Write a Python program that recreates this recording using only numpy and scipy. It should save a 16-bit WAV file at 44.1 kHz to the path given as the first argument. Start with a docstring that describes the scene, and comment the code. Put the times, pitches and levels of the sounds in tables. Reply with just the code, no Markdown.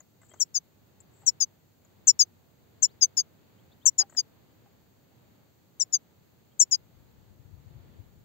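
"""A wire ticks over a low rumble and hiss: a goldfinch hops in a small wooden cage on a snowy hillside.
It chirps in twos and threes, left of a stereo microphone: both halves of its syrinx whistle at once, falling,
and couple into sum and difference tones. Wire, wood and perch sound as struck, decaying modes; feathers rustle
as band-limited noise. Far birds call faintly as gliding sines; at the end wind buffets the left port."""
import sys
import numpy as np
from scipy import signal
from scipy.fft import rfft, irfft
from scipy.io import wavfile
from scipy.ndimage import uniform_filter1d

SR = 44100
rng = np.random.default_rng(int(sys.argv[2]) if len(sys.argv) > 2 else 0)


def dump(signal):
    """Clip the signal to [-1, 1] and save it as 16-bit WAV at the path in sys.argv[1]."""
    limited = np.clip(np.atleast_2d(signal).T, -1, 1)
    pcm = np.round(limited * 32767).astype(np.int16)
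    wavfile.write(sys.argv[1], SR, pcm)


N = 363384
T = np.arange(N) / SR

# Spectrum of the distant rumble: pitch_hz, relative_db (per Hz)
RUMBLE_SPECTRUM = [(18, -64), (30, -33), (97, 0.5), (321, -9), (395, -10.5), (806, -17), (896, -16.5),
                   (995, -20.5), (4500, -30.5), (5850, -60), (9900, -120)]
# Spectrum of the hiss: pitch_hz, relative_db
HISS_SPECTRUM = [(2500, -28.5), (4500, -5), (4700, -3.5), (4850, -10), (6000, -4.5), (6200, 0.5),
                 (7600, -2), (7750, -7.5), (8500, -7.5), (8750, -0.5), (11400, 2.5), (11700, -2),
                 (15400, -4.5)]
# Likeness of the background noise in left and right, by pitch: pitch_hz, correlation (0-1)
NOISE_CORRELATION = [(60, .38), (290, .22), (640, .02), (6500, .05), (7200, .9), (8500, 0.99)]
RUMBLE_DB, HISS_DB = -62, -72  # rms ahead of the rumble's wander and the final tone colour

# Course of the wind on the ports: time_s, left_db, right_db
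WIND_COURSE = [(6.4, -77.5, -87), (6.9, -58.5, -79.5), (7.3, -57.5, -80), (7.45, -51.5, -75),
               (7.7, -53, -62.5), (7.95, -52.5, -66.5), (8.1, -56, -71.5), (8.24, -56.5, -66)]
# Single buffets on the left port: time_s, relative_db, pitch_hz
WIND_BUFFETS = [(7.401, -48.5, 102), (7.459, -46, 84), (7.539, -44.5, 88.8), (7.679, -44.5, 102),
                (7.759, -44.5, 121), (7.81, -47.5, 86.1), (7.999, -40, 94.8)]
# Far whistles: start_s, length_s, start_hz, end_hz, relative_db, left_minus_right_db
FAR_WHISTLES = [(2.871, 0.059, 2860, 4900, -73.5, 7), (3.582, .02, 2950, 3380, -75, 2),
                (3.713, .024, 3400, 3780, -69.5, 3), (3.715, 0.024, 3850, 4600, -73, 3),
                (3.81, .034, 3000, 3780, -71.5, 7), (0.306, 0.025, 3140, 3260, -70, 13),
                (0.38, 0.024, 3170, 3206, -72.5, 2), (6.513, .022, 3130, 3250, -77, 4)]

# Modes of a struck wire: pitch_ratio, relative_db, t60_s
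WIRE_MODES = [(1, 0, .035), (.9, -15, .02), (1.03, -6, .03)]
# Modes of the wooden frame: pitch_hz, relative_db, t60_s
WOOD_MODES = [(380, 0, 0.045), (620, 6, .045), (940, 1.5, 0.012), (1250, 3.5, 0.027), (1550, 0.5, .025),
              (1950, -4.5, 0.078), (3020, -12.5, .03)]
# Claws and tail tick the wires: time_s, wire_db, wire_hz, frame_knock_db (relative strengths)
WIRE_TICKS = [(0.004, -42.5, 6830, -53), (0.216, -50, 7500, -54.5), (0.232, -58, 7600, -57.5),
              (0.295, -46, 7500, -64), (0.315, -50, 7640, -57), (0.337, -44, 6480, -51.5),
              (0.34, -55, 7420, -51.5), (0.361, -64.5, 7400, -63.5), (1.003, -42, 7470, -71),
              (1.220, -55, 7650, -60), (1.849, -56.5, 6940, -65.5), (3.848, -61.5, 7000, -58),
              (4.097, -45, 6840, -59), (4.149, -65, 7650, -54)]
# Feet land on the perch: time_s, frame_knock_db, perch_ring_db (relative strengths)
PERCH_LANDINGS = [(1.234, -58, -50.5), (4.008, -40.5, -38.5), (4.020, -48.5, -45.5), (4.030, -47.5, -42),
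                  (4.125, -52.5, -70), (4.659, -61.5, -54.5)]
# Feathers brush the wires: start_s, length_s, relative_db
FEATHER_RUSTLES = [(0.23, 0.23, -69.5), (1.125, 0.19, -71.5), (4.1, 0.073, -66.5)]
PERCH_HZ, PERCH_T60_S = 801, 0.085
SCUFF_DB, SCUFF_T60_S = -4.5, 0.04
RUSTLE_EDGE_S = 0.02

# Coupling tones at m x lower + n x upper voice: m, n (whole numbers)
COUPLING_ORDERS = [(-1, 1), (-2, 2), (2, -1), (-1, 2), (2, 0), (1, 1), (0, 2), (3, 0), (3, -1), (-1, 3)]
# Strength of each coupling tone under the voices: relative_db
COUPLING_LEVELS = [-46.5, -48, -30, -35, -38, -34.5, -37, -40, -47.5, -42]
# The chirps: start_s, lower_length_s, upper_length_s,
# lower_start_hz, lower_rest_hz, upper_start_hz, upper_rest_hz, lower_top_db, upper_top_db (relative),
# lower_top_place, upper_top_place (0-1 of the note),
# cancelled_hz (one pitch that the cage reflection weakens), spacing_hz (of such pitches), reflection_share (0-1),
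# lower_left_minus_right_db, upper_left_minus_right_db,
# difference_extra_db (low difference tone), sum_extra_db (high sum tones)
SONG = [(0.3972, 0.042, 0.042, 7170, 5326, 8320, 6760, -18, -22.5, 0.52, 0.43, 5983, 730, 0.14, 14.8, 10.6, 7, 8.5),
        (0.5406, 0.046, 0.05, 6150, 4770, 7330, 5850, -26, -22.5, 0.5, 0.45, 5770, 1330, 0.29, 11.6, 10.2, 11, 5.5),
        (1.2604, 0.043, 0.044, 7090, 5314, 8460, 6800, -16.5, -20, 0.55, 0.48, 6090, 753, 0.36, 12.1, 16.8, 7, -2),
        (1.4014, 0.048, 0.05, 5800, 4835, 7130, 5900, -22, -17.5, 0.37, 0.35, 5628, 464, 0.1, 8.7, 12.5, 5.5, 0.5),
        (2.0702, 0.047, 0.044, 7440, 5320, 8530, 6790, -11, -12.5, 0.43, 0.47, 5830, 1080, 0.23, 7.1, 18.1, -4, -3.5),
        (2.1901, 0.047, 0.053, 5950, 4820, 7200, 5985, -14.5, -15.5, 0.41, 0.32, 5710, 470, 0.12, 10.1, 8.7, 0.5, 3.4),
        (2.8214, 0.043, 0.048, 7240, 5320, 8390, 6830, -15, -18, 0.44, 0.39, 5780, 1114, 0.46, 12.5, 10.6, 1.5, -3),
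        (3.0103, 0.044, 0.051, 5450, 4835, 6810, 6005, -18, -14.5, 0.42, 0.49, 5680, 470, 0.32, 9.9, 13.4, -7.5, -0.5),
        (3.1678, 0.05, 0.055, 5820, 4800, 7100, 6056, -20, -20, 0.41, 0.31, 6040, 480, 0.15, 13.6, 5, -7, 4.0),
        (3.8549, 0.044, 0.041, 7250, 5510, 8640, 6930, -11.5, -15.5, 0.35, 0.52, 5940, 670, 0.49, 13.1, 11.9, 5.0, 2.5),
        (3.9792, 0.053, 0.046, 6200, 4876, 7264, 6090, -21.5, -16, 0.43, 0.32, 5860, 635, 0.32, 8.9, 6.0, 6, -2.3),
        (4.167, 0.051, 0.048, 5620, 4770, 6990, 6060, -21.5, -21.85, 0.34, 0.32, 5420, 1266, 0.65, 10.4, 7.1, -1.6, -0.7),
        (5.7972, 0.041, 0.04, 6590, 5215, 8120, 6840, -19.5, -23.5, 0.36, 0.46, 5960, 717, 0.24, 14.0, 10.5, 0.5, -6),
        (5.9235, 0.047, 0.052, 5940, 4785, 7280, 5880, -26.5, -18, 0.42, 0.42, 6260, 846, 0.32, 11.0, 8.1, -1, -1.5),
        (6.5939, 0.052, 0.045, 7240, 5416, 8405, 6890, -14, -13.5, 0.26, 0.46, 5960, 978, 0.25, 9.3, 10.0, 3.5, 0),
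        (6.7096, 0.052, 0.055, 6240, 4858, 7340, 6050, -20, -21, 0.52, 0.37, 6390, 865, 0.46, 10.2, 8.3, 3, -8)]
COUPLING_FLUTTER_DB, COUPLING_GROWTH = 3, 0.12  # louder notes couple more strongly
WAVER_DB = 0.8  # each voice is a little unsteady
SOFT_NOISE_DB, SIZZLE_DB = -53.5, -50  # rms ahead of the chirp's envelope
RASP_DB, RASP_HZ = -29.5, 900
OPENING_ABOVE_HZ = 6400  # a chirp whose lower voice starts above this opens a group
OPENING_LAG_S, TRAILING_LAG_S = 0.0035, 0.0017  # the upper voice joins this much later
GLIDE_S, TRAILING_UPPER_GLIDE_S = 0.014, 0.027  # time constants of the falling pitch
END_LIFT_HZ, SWELL_SHARPNESS = 108, 2.6
REFLECTION_RIGHT = 0.7  # share of the reflection that reaches the right port
LAG_S, SHADOW_LAG_S, SHADOW_SHARE = 0.00012, 0.0011, 0.28

ECHO_DB, ECHO_T60_S = -30, 0.052
# Final tone colour: pitch_hz, gain_db
TONE_COLOUR = [(8500, 0.5), (8750, -14.5), (11400, -15.5), (11700, -1), (13000, -0.5), (15300, 5.5)]
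TOP_HZ = 15700


def undb(db):
    """Level to amplitude: twenty decibels are a factor of ten."""
    return 10 ** (np.asarray(db) / 20)


def level(x, db):
    """Mean power sets level: scale a signal to a given rms."""
    return x * undb(db) / np.sqrt(np.mean(x ** 2))


def response(points):
    """A spectrum interpolated over log frequency, on every frequency bin."""
    hz, value = np.transpose(points)
    bins_hz = np.arange(N // 2 + 1) * SR / N
    return np.interp(np.log(bins_hz + 1), np.log(hz), value)


def band(x, lo_hz, hi_hz):
    """Band-pass filtering: chiefly the stretch between two frequencies passes."""
    return signal.sosfilt(signal.butter(2, [lo_hz, hi_hz], "bandpass", fs=SR, output="sos"), x)


def later(x, lag_s):
    """Delay as linear phase, which allows any fraction of a sample."""
    bins_hz = np.arange(N // 2 + 1) * SR / N
    return irfft(rfft(x) * np.exp(-2j * np.pi * bins_hz * lag_s), N)


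def walk(rate):
    """Slow fluctuation: noise smoothed twice over 1/rate seconds, of rms 1."""
    width = int(SR / rate)
    smooth = uniform_filter1d(rng.standard_normal(N), width)
    return level(uniform_filter1d(smooth, width), 0)


def rumble_and_hiss():
    """Partially correlated noise: rumble and hiss, wide in the middle, nearly centred in the treble."""
    like = np.clip(response(NOISE_CORRELATION), 0, 1)
    mid, side = rfft(rng.standard_normal((2, N))) * np.sqrt([1 + like, 1 - like])
    pair = np.array([mid + side, mid - side])
    rumble = level(irfft(pair * undb(response(RUMBLE_SPECTRUM)), N), RUMBLE_DB)
    rumble = rumble * undb(1.3 * walk(2.7))
    hiss = level(irfft(pair * undb(response(HISS_SPECTRUM)), N), HISS_DB)
    return rumble + hiss


def wind():
    """Turbulent pressure, unrelated at the two ports, with short low-pitched buffets on the left."""
    time_s, left_db, right_db = np.transpose(WIND_COURSE)
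    out = np.zeros((2, N))
    for port, (db, hi_hz) in enumerate([(left_db, 140), (right_db, 190)]):
        turbulence = band(rng.standard_normal(N), 55, hi_hz) * undb(1.506 * walk(16))
        out[port] = level(turbulence, 0) * undb(np.interp(T, time_s, db))
    for at, db, hz in WIND_BUFFETS:
        t = T - at - 0.002
        out[0] += undb(db + 5) * np.cos(2 * np.pi * hz * t) * np.exp(-(t / 0.013) ** 2)
    return out


def far_birds():
    """Frequency-modulated tones: thin whistles glide upward, placed by level difference."""
    out = np.zeros((2, N))
    for start_s, length, from_hz, to_hz, db, pan_db in FAR_WHISTLES:
        u = np.clip((T - start_s) / length, 0, 1)
        hz = from_hz + (to_hz - from_hz) * (1 - np.cos(np.pi * u)) / 2
        swell = np.sqrt(np.sin(np.pi * u).clip(0)) * (u < 1)
        tone = np.sin(2 * np.pi * np.cumsum(hz) / SR) * swell * undb(db + 4.5)
        out += tone * undb([[pan_db / 2], [-pan_db / 2]])
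    return out


def ring(modes, chance, detune=.05):
    """Modal decay: a blow excites modes, each at a chance strength, pitch and phase."""
    t = T[:SR // 5]
    total = np.zeros(len(t))
    for (hz, db, t60), (c, d) in zip(modes, chance):
        tone = np.sin(2 * np.pi * hz * (1 + detune * d) * t + c)
        total += undb(db + 4.9 * c) * tone * np.exp(-np.log(1000) * t / t60)
    return total * np.minimum(t / 0.00075, 1) / 2  # brief linear onset


def scuff(lo_hz, hi_hz):
    """Frictional noise: a dry, decaying scrape accompanies a blow."""
    t = T[:SR // 5]
    noise = level(band(rng.standard_normal(len(t)), lo_hz, hi_hz), SCUFF_DB)
    return noise * np.exp(-np.log(1000) * t / SCUFF_T60_S)


def after(start_s):
    """Time window of one blow: a fifth of a second from its onset."""
    start = int(start_s * SR)
    return slice(start, start + SR // 5)


def wire_tick(db, hz, chance):
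    """Modes of a struck wire, joined by a scrape around its pitch."""
    modes = [(hz * ratio, mode_db, t60) for ratio, mode_db, t60 in WIRE_MODES]
    return undb(db) * (ring(modes, chance * .4, .02) + scuff(.94 * hz, 1.05 * hz) / 2)


def wood_knock(db, chance):
    """Modes of the struck wooden frame, joined by a scrape."""
    return undb(db) * (ring(WOOD_MODES, chance) / 2 + scuff(450, 1400))


def rustle():
    """Granular friction: fluctuating narrow-band noise as feathers brush the wires."""
    grains = band(rng.standard_normal(N), 7100, 7900) * undb(4.5 * walk(120))
    envelope = np.zeros(N)
    for start_s, length, db in FEATHER_RUSTLES:
        inside_s = np.minimum(T - start_s, start_s + length - T)
        envelope += undb(db) * np.clip(inside_s / RUSTLE_EDGE_S + 1, 0, 1)
    return level(grains, 0) * envelope


def cage():
    """Impact and friction: wire ticks, wood knocks, perch rings and rustles, placed by level difference."""
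    wire, wood = np.zeros(N), np.zeros(N)
    chances = rng.standard_normal((len(WIRE_TICKS), len(WIRE_MODES) + len(WOOD_MODES), 2))
    for (time_s, wire_db, wire_hz, wood_db), chance in zip(WIRE_TICKS, chances):
        wire[after(time_s)] += wire_tick(wire_db, wire_hz, chance)
        wood[after(time_s)] += wood_knock(wood_db, chance[len(WIRE_MODES):])
    chances = rng.standard_normal((len(PERCH_LANDINGS), len(WOOD_MODES), 2))
    for (time_s, wood_db, perch_db), chance in zip(PERCH_LANDINGS, chances):
        perch = ring([(PERCH_HZ, perch_db, PERCH_T60_S)], chance * .2, .02)
        wood[after(time_s)] += wood_knock(wood_db, chance) + perch
    wire += rustle()
    return wire * undb([[4.0], [-9.0]]) + wood * undb([[3.0], [0.5]])


def voice(t, length, from_hz, to_hz, glide, db, top):
    """Relaxation of one syrinx half: size, pitch and phase as it swells, fades, falls and lifts at the end."""
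    u, top = np.clip(t / length, 0, 1), np.clip(top, .1, .9)
    fall = (from_hz - to_hz) * np.exp(-np.maximum(t, 0) / glide)
    hz = to_hz + fall + END_LIFT_HZ * u ** 8
    swell = (u / top) ** top * ((1 - u) / (1 - top)) ** (1 - top)
    size = undb(db) * swell ** SWELL_SHARPNESS
    return np.sqrt(2) * size, hz, 2 * np.pi * np.cumsum(hz) / SR


def reflected(size, hz, phase, share, dip_hz, gap_hz):
    """Interference: the cage reflection weakens evenly spaced pitches of a voice."""
    return size * (np.cos(phase) - share * np.cos(phase - 2 * np.pi * (hz - dip_hz) / gap_hz))


def coupling(low, high, flutter, difference_db, sum_db):
    """Nonlinear mixing: two voices produce fluttering combination tones, stronger in louder notes."""
    (low_size, _, low_phase), (high_size, _, high_phase) = low, high
    strain = (np.hypot(low_size, high_size) / 0.081) ** COUPLING_GROWTH
    total = 0
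    for (m, n), db, wobble in zip(COUPLING_ORDERS, COUPLING_LEVELS, flutter):
        extra_db = difference_db if (m, n) == (-1, 1) else sum_db * (m + n > 1)
        # weighted geometric mean of the two voices
        size = (low_size ** abs(m) * high_size ** abs(n)) ** (1 / (abs(m) + abs(n)))
        gain = undb(db + extra_db) * wobble * strain
        total = total + gain * size * np.cos(m * low_phase + n * high_phase)
    return total


def goldfinch():
    """Two coupled oscillators with rasp and soft noise; the right port lies in the sound shadow."""
    left, right = np.zeros(N), np.zeros(N)
    rasp = 1 + level(band(rng.standard_normal(N), 60, RASP_HZ), RASP_DB)
    flutter = [undb(COUPLING_FLUTTER_DB * walk(170)) for _ in COUPLING_ORDERS]
    low_waver, high_waver = [undb(WAVER_DB * walk(360)) for _ in range(2)]
    soft_noise = level(band(rng.standard_normal(N), 3400, 5900), SOFT_NOISE_DB)
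    soft_noise += level(band(rng.standard_normal(N), 11000, 16000), SIZZLE_DB)
    for (start_s, low_s, high_s, low_hz, low_rest_hz, high_hz, high_rest_hz, low_db, high_db, low_top, high_top,
         dip_hz, gap_hz, share, low_pan_db, high_pan_db, difference_db, sum_db) in SONG:
        span = slice(int((start_s - .01) * SR), int((start_s + .07) * SR))
        lag, high_glide = TRAILING_LAG_S, TRAILING_UPPER_GLIDE_S
        if low_hz > OPENING_ABOVE_HZ:
            lag, high_glide = OPENING_LAG_S, GLIDE_S
        t = T[span] - start_s
        size, hz, phase = voice(t, low_s, low_hz, low_rest_hz, GLIDE_S, low_db, low_top)
        low = size * low_waver[span], hz, phase
        size, hz, phase = voice(t - lag, high_s, high_hz, high_rest_hz, high_glide, high_db, high_top)
        high = size * high_waver[span], hz, phase
        # a smoothed envelope for the soft noise around each chirp
        envelope = np.sqrt(np.abs(uniform_filter1d(np.hypot(low[0], high[0]), size=500)))
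        mix = envelope * soft_noise[span]
        mix = mix + coupling(low, high, [f[span] for f in flutter], difference_db, sum_db)
        left[span] += reflected(*low, share, dip_hz, gap_hz) + reflected(*high, share, dip_hz, gap_hz) + mix
        right_share = REFLECTION_RIGHT * share
        right[span] += reflected(*low, right_share, dip_hz, gap_hz) * undb(-low_pan_db)
        right[span] += reflected(*high, right_share, dip_hz, gap_hz) * undb(-high_pan_db)
        right[span] += mix * undb(-11.0)
    # two ways round the housing
    right = later(right, LAG_S) + SHADOW_SHARE * later(right, SHADOW_LAG_S)
    return np.array([left, right]) * rasp


def scatter(near):
    """Diffuse reflection: bars and ground return the left signal as a brief decaying tail in both ports."""
    t = T[:SR // 8]
    tail = rng.standard_normal((2, len(t))) * 1000. ** (-t / ECHO_T60_S)
    tail = tail / np.sqrt(np.sum(tail[0] ** 2))
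    echo = signal.fftconvolve(near[:1], tail, axes=1)[:, :N]
    return echo * undb([[ECHO_DB], [ECHO_DB - 3.5]])


def scene():
    """Superposition: rumble and hiss, wind and far birds behind the cage, its bird and their scatter."""
    background = rumble_and_hiss() + wind() + far_birds()
    near = cage() + goldfinch()
    return background + near + scatter(near)


def record(dry):
    """Linear filtering: a deep dip in the upper treble, a lift above it; the top is cut."""
    coloured = irfft(rfft(dry) * undb(response(TONE_COLOUR)), N)
    return signal.sosfilt(signal.ellip(10, .2, 60, TOP_HZ, fs=SR, output="sos"), coloured)


dry = scene()
out = record(dry)
dump(out)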